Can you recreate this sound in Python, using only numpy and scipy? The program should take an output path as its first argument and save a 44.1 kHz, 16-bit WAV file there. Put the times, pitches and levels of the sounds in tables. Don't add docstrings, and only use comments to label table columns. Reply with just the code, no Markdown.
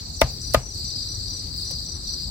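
import sys
import numpy as np
from scipy import signal
from scipy.io import wavfile

SR = 44100
rng = np.random.default_rng(int(sys.argv[2]) if len(sys.argv) > 2 else 0)


def transcribe(signal):
    frames = np.atleast_2d(signal).T
    limited = np.clip(frames, -1, 1)
    pcm = np.round(limited * 32767).astype(np.int16)
    wavfile.write(sys.argv[1], SR, pcm)


def voltage_ratio(decibels):
    exponent = np.asarray(decibels, float) / 20
    return 10 ** exponent


N = 101429
T = np.arange(N) / SR
MIC_PAN_DB = 2.5


def rms_one(x):
    return x / np.sqrt(np.mean(x ** 2) + 1e-20)


def in_time(rows):
    return np.interp(T, *np.transpose(rows))


def at_hz(points, hz):
    table = np.array(points)
    return np.interp(np.log(hz), np.log(table[:, 0]), table[:, 1])


def drift(rate_hz):
    r = np.exp(-80 * np.pi * rate_hz / SR)
    white = rng.standard_normal(N // 40 + 2002)
    slow = signal.lfilter([1], [1, -2 * r, r * r], white)[2000:]
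    return np.interp(np.arange(N) / 40, np.arange(len(slow)), rms_one(slow))


def ring(x, hz, t60_s):
    r = voltage_ratio(-60 / (t60_s * SR))
    w = 2 * np.pi * hz / SR
    return signal.lfilter([0, np.sin(w)], [1, -2 * r * np.cos(w), r * r], x + 1e-18)


def high_pass(x, hz, order):
    return signal.sosfilt(signal.butter(order, hz, "high", fs=SR, output="sos"), x)


def band_pass(x, low_hz, high_hz, order=2):
    return signal.sosfilt(signal.butter(order, [low_hz, high_hz], "band", fs=SR, output="sos"), x)


def band(x, hz, width_hz, order=2):
    return rms_one(band_pass(x, hz - width_hz / 2, hz + width_hz / 2, order))


def gate(start_s, length_s, edge_s):
    return np.clip(np.minimum(T - start_s, start_s + length_s - T) / edge_s + .5, 0, 1)


def dying(start_s, t60_s):
    return (T >= start_s) * voltage_ratio(-60 * np.maximum(T - start_s, 0) / t60_s)


def pan(x, db):
    return x * voltage_ratio(np.array([[db / 2], [-db / 2]]))


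def coloured(spectrum, patchy_db):
    # hz, correlation
    likeness = [(60, 1), (180, 0.87), (550, 0.39), (1650, 0.022), (4970, -0.49), (15000, 0.24)]
    out, white = 0, rng.standard_normal((2, 2, N))
    edges_hz = np.geomspace(spectrum[0][0], spectrum[-1][0], 15)
    for k, (low_hz, high_hz) in enumerate(zip(edges_hz, edges_hz[1:])):
        mid, side = band_pass(white[k % 2], low_hz, high_hz)
        centre_hz = np.sqrt(low_hz * high_hz)
        alike = np.clip(at_hz(likeness, centre_hz), -1, 1)
        stereo = np.sqrt(1 + alike) * mid + np.sqrt(1 - alike) * side * [[1], [-1]]
        out = out + voltage_ratio(at_hz(spectrum, centre_hz) + patchy_db * drift(10.5)) * stereo
    return rms_one(out)


def foliage(x):
    t60_s, level_db = 0.087, 7
    n = SR // 5
    echo = rng.standard_normal((2, n)) * voltage_ratio(-60 * T[:n] / t60_s)
    echo = echo / np.sqrt(np.sum(echo ** 2, axis=1, keepdims=True))
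    return x + voltage_ratio(level_db) * signal.fftconvolve(x, echo, axes=1)[:, :N]


def night_air():
    # hz, density_db_per_hz
    rumble = [(22, -32), (38, -1.5), (76, -2), (245, -20), (373, -23), (465, -30.5), (519, -29),
              (1250, -39.5), (3000, -39), (3900, -113), (6600, -120)]
    # hz, density_db_per_hz
    thin_hiss = [(2500, -59), (3400, 2.5), (6300, -9), (7000, 21.5), (9000, 3), (11200, -6), (14000, -1.5),
                 (16000, -1)]
    return voltage_ratio(-35.5) * coloured(rumble, patchy_db=2.5) + voltage_ratio(-48) * coloured(thin_hiss, patchy_db=-4.1)


def fibre_hiss():
    # hz, density_db_per_hz
    fibre_spectrum = [(1470, -22), (2500, -19), (4260, -15), (4790, 11), (6330, -32.5), (8170, -7),
                      (11800, -16.5), (15900, -13.5)]
    return coloured(fibre_spectrum, patchy_db=1)


def brushes(hiss):
    # start_s, length_s, hiss_db, knock_db
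    small_sounds = [
        (.0, 0.017, -55, -62),
        (0.777, 0.0046, -38, -75),
        (1.708, .011, -34.5, -41.5),
    ]
    dull = band(rng.standard_normal(N), 530, 270)
    out = 0
    for start_s, length_s, hiss_db, knock_db in small_sounds:
        hiss_burst = voltage_ratio(hiss_db) * hiss * gate(start_s, length_s, 0.0048)
        out = out + hiss_burst + voltage_ratio(knock_db) * dull * dying(start_s, 0.14)
    return out


def field_crickets():
    # first_pulse_s, pulses_per_s, top_hz, level_db, pan_db
    singers = [
        (.002, 23.0, 5150, 3, -5),
        (.015, 29, 4950, 5.5, 17),
        (0.034, 21.5, 4800, 3, -21),
        (0.0088, 26.0, 5250, -19.5, 14),
        (0.02, 19.5, 4600, -8.5, -4.5),
    ]
    # time_s, level_db
    effort = [(0, -35), (.08, -38.5), (.3, -34.5), (.4, -38.5), (.5, -33), (.58, -37), (.62, -45),
              (.68, -43.5), (.76, -33.5), (.9, -32), (1.04, -30), (1.12, -32.5), (1.4, -32), (1.5, -36),
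              (1.62, -29.5), (2.0, -35.5), (2.1, -29.5), (2.3, -34)]
    sweep_share, pulse_share = .2, .85
    second_db, third_db = -29, -21.5
    far = [(a / 20, 18.0 + 9.0 * b, np.interp(c, [0, 1], (4185, 5232)), -4.5, 3.5 + 12.0 * (d - .5))
           for a, b, c, d in rng.random((22, 4))]
    out = 0
    for first_s, pulses_per_s, top_hz, db, pan_db in [*singers, *far]:
        cycle = ((T - first_s) * pulses_per_s + .15 * drift(1.4)) % 1
        stroke = np.minimum(cycle / pulse_share, 1)
        phase = 2 * np.pi * np.cumsum(top_hz * (1 - sweep_share * stroke ** 1.4)) / SR
        overtones = voltage_ratio(second_db) * np.sin(2 * phase) + voltage_ratio(third_db) * np.sin(3 * phase)
        tone = np.sin(phase) + overtones * (1 - stroke) ** 1.5 * voltage_ratio(4.0 * drift(3))
        envelope = np.sin(np.pi * stroke ** .6) ** 1.2
        out = out + pan(tone * envelope * voltage_ratio(db + 2.5 * drift(4)), pan_db)
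    blur = pan(band(rng.standard_normal((2, N)), 4450, 1300, order=4), MIC_PAN_DB)
    return voltage_ratio(in_time(effort)) * rms_one(rms_one(foliage(out)) + voltage_ratio(-8) * blur)


def katydid_rasp():
    # time_s, level_db
    rasp_level = [(0, -52), (.1, -51), (.28, -61), (.45, -51), (.6, -48.5), (.7, -60), (.84, -46.5),
                  (.92, -50), (1.04, -44.5), (1.1, -50), (1.24, -45.5), (1.3, -50.5), (1.4, -44.5),
                  (1.5, -51), (1.62, -44.5), (1.72, -46), (2.02, -48.5), (2.3, -46.5)]
    clicks_per_s = 900
    clicks = (rng.random((2, N)) < clicks_per_s / SR) * rng.standard_normal((2, N))
    return pan(band(foliage(clicks), 7816, 550) * voltage_ratio(in_time(rasp_level)), 3.9)


def trill():
    # start_s, length_s, level_db
    bursts = [(0.168, 0.065, -50.5), (0.412, 0.1, -49.5), (0.632, 0.094, -50), (0.845, 0.091, -49.5),
              (1.003, 0.033, -52), (1.07, 0.097, -49.5), (1.28, 0.12, -48.5), (1.65, 0.088, -48),
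              (1.858, 0.1, -49), (2.049, 0.099, -49)]
    pitch_hz, sag_hz, pulses_per_s = 5870, 59.55, 32.5
    turn = T * pulses_per_s % 1
    tone = np.sin(2 * np.pi * np.cumsum(pitch_hz - sag_hz * turn) / SR) * np.sin(np.pi * turn) ** 2.4
    near = 2.1 * tone * sum(voltage_ratio(db) * gate(start_s, length_s, 0.0079) for start_s, length_s, db in bursts)
    far = band(rng.standard_normal((2, N)), 5824, 203, order=3) * voltage_ratio(-46 + 1.6 * drift(20))
    return foliage(pan(near, 13)) + far


def chops(hiss):
    # strike_s, level_db, cutting_s, cutting_db, landing_db (cut stick on block)
    blows = [
        (0.216, -5.5, 0.0043, -18, -15),
        (0.5452, -8.5, 0.0088, -22, 1.5),
    ]
    # hz, level_db, t60_s
    wood = [
        [(604, -7, 0.055), (651, -0.5, 0.047), (903, -4.5, 0.043), (1210, -10, 0.1), (1020, -16.5, 0.069),
         (1675, -15, 0.074), (2005, -9.5, 0.061), (2205, -10, .05), (2730, -14.5, 0.039), (3564, -10, 0.055),
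         (4700, -26, .02)],
        [(595, -6.5, 0.036), (637, -2.5, 0.037), (890, -15, 0.039), (1035, -19.5, 0.066), (1236, -5, 0.12),
         (1460, -15, 0.085), (1710, -36, 0.039), (2010, -32, 0.075), (2353, -25, 0.096), (3460, -22, .025),
         (8800, -21, .02)],
    ]
    # hz, level_db, t60_s, delay_s
    thud = [(64.5, -13.5, 0.12, 0.0047), (125.7, -17.5, 0.131, .025), (252, -22.5, 0.089, 0.00091)]
    # hz, density_db_per_hz
    crack_spectrum = [(880, -9.5), (1500, -1.5), (5060, -12), (7210, -21.5), (8280, -15), (12200, -30.5),
                      (14500, -25), (15900, -36)]
    # hz, level_db, t60_s
    tail = [(287, -43, 0.19), (630, -30.5, 0.29), (1150, -29.5, 0.14), (2300, -34, .2), (4900, -33, 0.11),
            (10900, -42.5, 0.19)]
    contact_hz, landing_delay_s = 3400, 0.00065
    longest_ring_s, most_cycles = .06, 110
    mic_spread_turns = 0.085
    soft = np.exp(-2 * np.pi * contact_hz / SR)
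    crack = coloured(crack_spectrum, patchy_db=0)
    out = np.zeros((2, N))
    for (strike_s, db, cut_s, cut_db, landing_db), modes in zip(blows, wood):
        click = -1. * (np.arange(N) == int(strike_s * SR))
        blow = click - voltage_ratio(landing_db) * np.roll(click, int(landing_delay_s * SR))
        blow = signal.lfilter([(1 - soft) ** 2], [1, -2 * soft, soft * soft], blow)
        blow = high_pass(blow, 400, 2)
        for hz, mode_db, t60_s in modes:
            tone = voltage_ratio(db + mode_db) * ring(blow, hz, min(t60_s, longest_ring_s, most_cycles / hz))
            side, late = rng.normal(size=2)
            lag_s = mic_spread_turns * (1.3 + .6 * late) / hz
            out += pan(np.array([np.interp(T - lag_s, T, tone), tone]), 1.0 * side + 1.0 * (hz < 700))
        for hz, thud_db, t60_s, delay_s in thud:
            out += voltage_ratio(thud_db) * ring(np.roll(click, int(delay_s * SR)), hz, t60_s)
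        out += hiss * voltage_ratio(cut_db) * gate(strike_s - cut_s, cut_s, 0.00056)
        out += crack * voltage_ratio(-10) * dying(strike_s, 0.033)
    for hz, tail_db, t60_s in tail:
        noise = rng.standard_normal((2, N)) + 0.52 * rng.standard_normal(N)
        decay = sum(dying(strike_s, t60_s) * (1 - dying(strike_s, 0.01)) for strike_s, *_ in blows)
        out += voltage_ratio(tail_db) * band(noise, hz, 0.67 * hz) * decay
    return out


def katydid_buzz():
    # start_s, length_s, level_db
    buzzes = [
        (0.414, 0.113, -55),
        (1.565, .11, -52.5),
    ]
    throb = 0.73 + np.sin(np.pi * 59 * T) ** 2
    buzz = band(rng.standard_normal((2, N)), 9340, 470) * throb
    return pan(buzz * sum(voltage_ratio(db) * gate(start_s, length_s, 0.013) for start_s, length_s, db in buzzes), -8)


def scene():
    hiss = fibre_hiss()
    wood_and_air = pan(night_air() + brushes(hiss) + chops(hiss), MIC_PAN_DB)
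    return wood_and_air + field_crickets() + katydid_rasp() + trill() + katydid_buzz()


def roll_off(x):
    return signal.sosfilt(signal.butter(12, 16420, fs=SR, output="sos"), x)


def record(dry):
    wet = np.array([high_pass(x, cut_hz, 3) for x, cut_hz in zip(dry, (37.5, 45.4))])
    overloaded = np.clip(wet, -.97, .97)
    mix = signal.sosfilt(signal.ellip(10, .2, 70, 15900, fs=SR, output="sos"), overloaded)
    return roll_off(mix)


dry = scene()
out = record(dry)
transcribe(out)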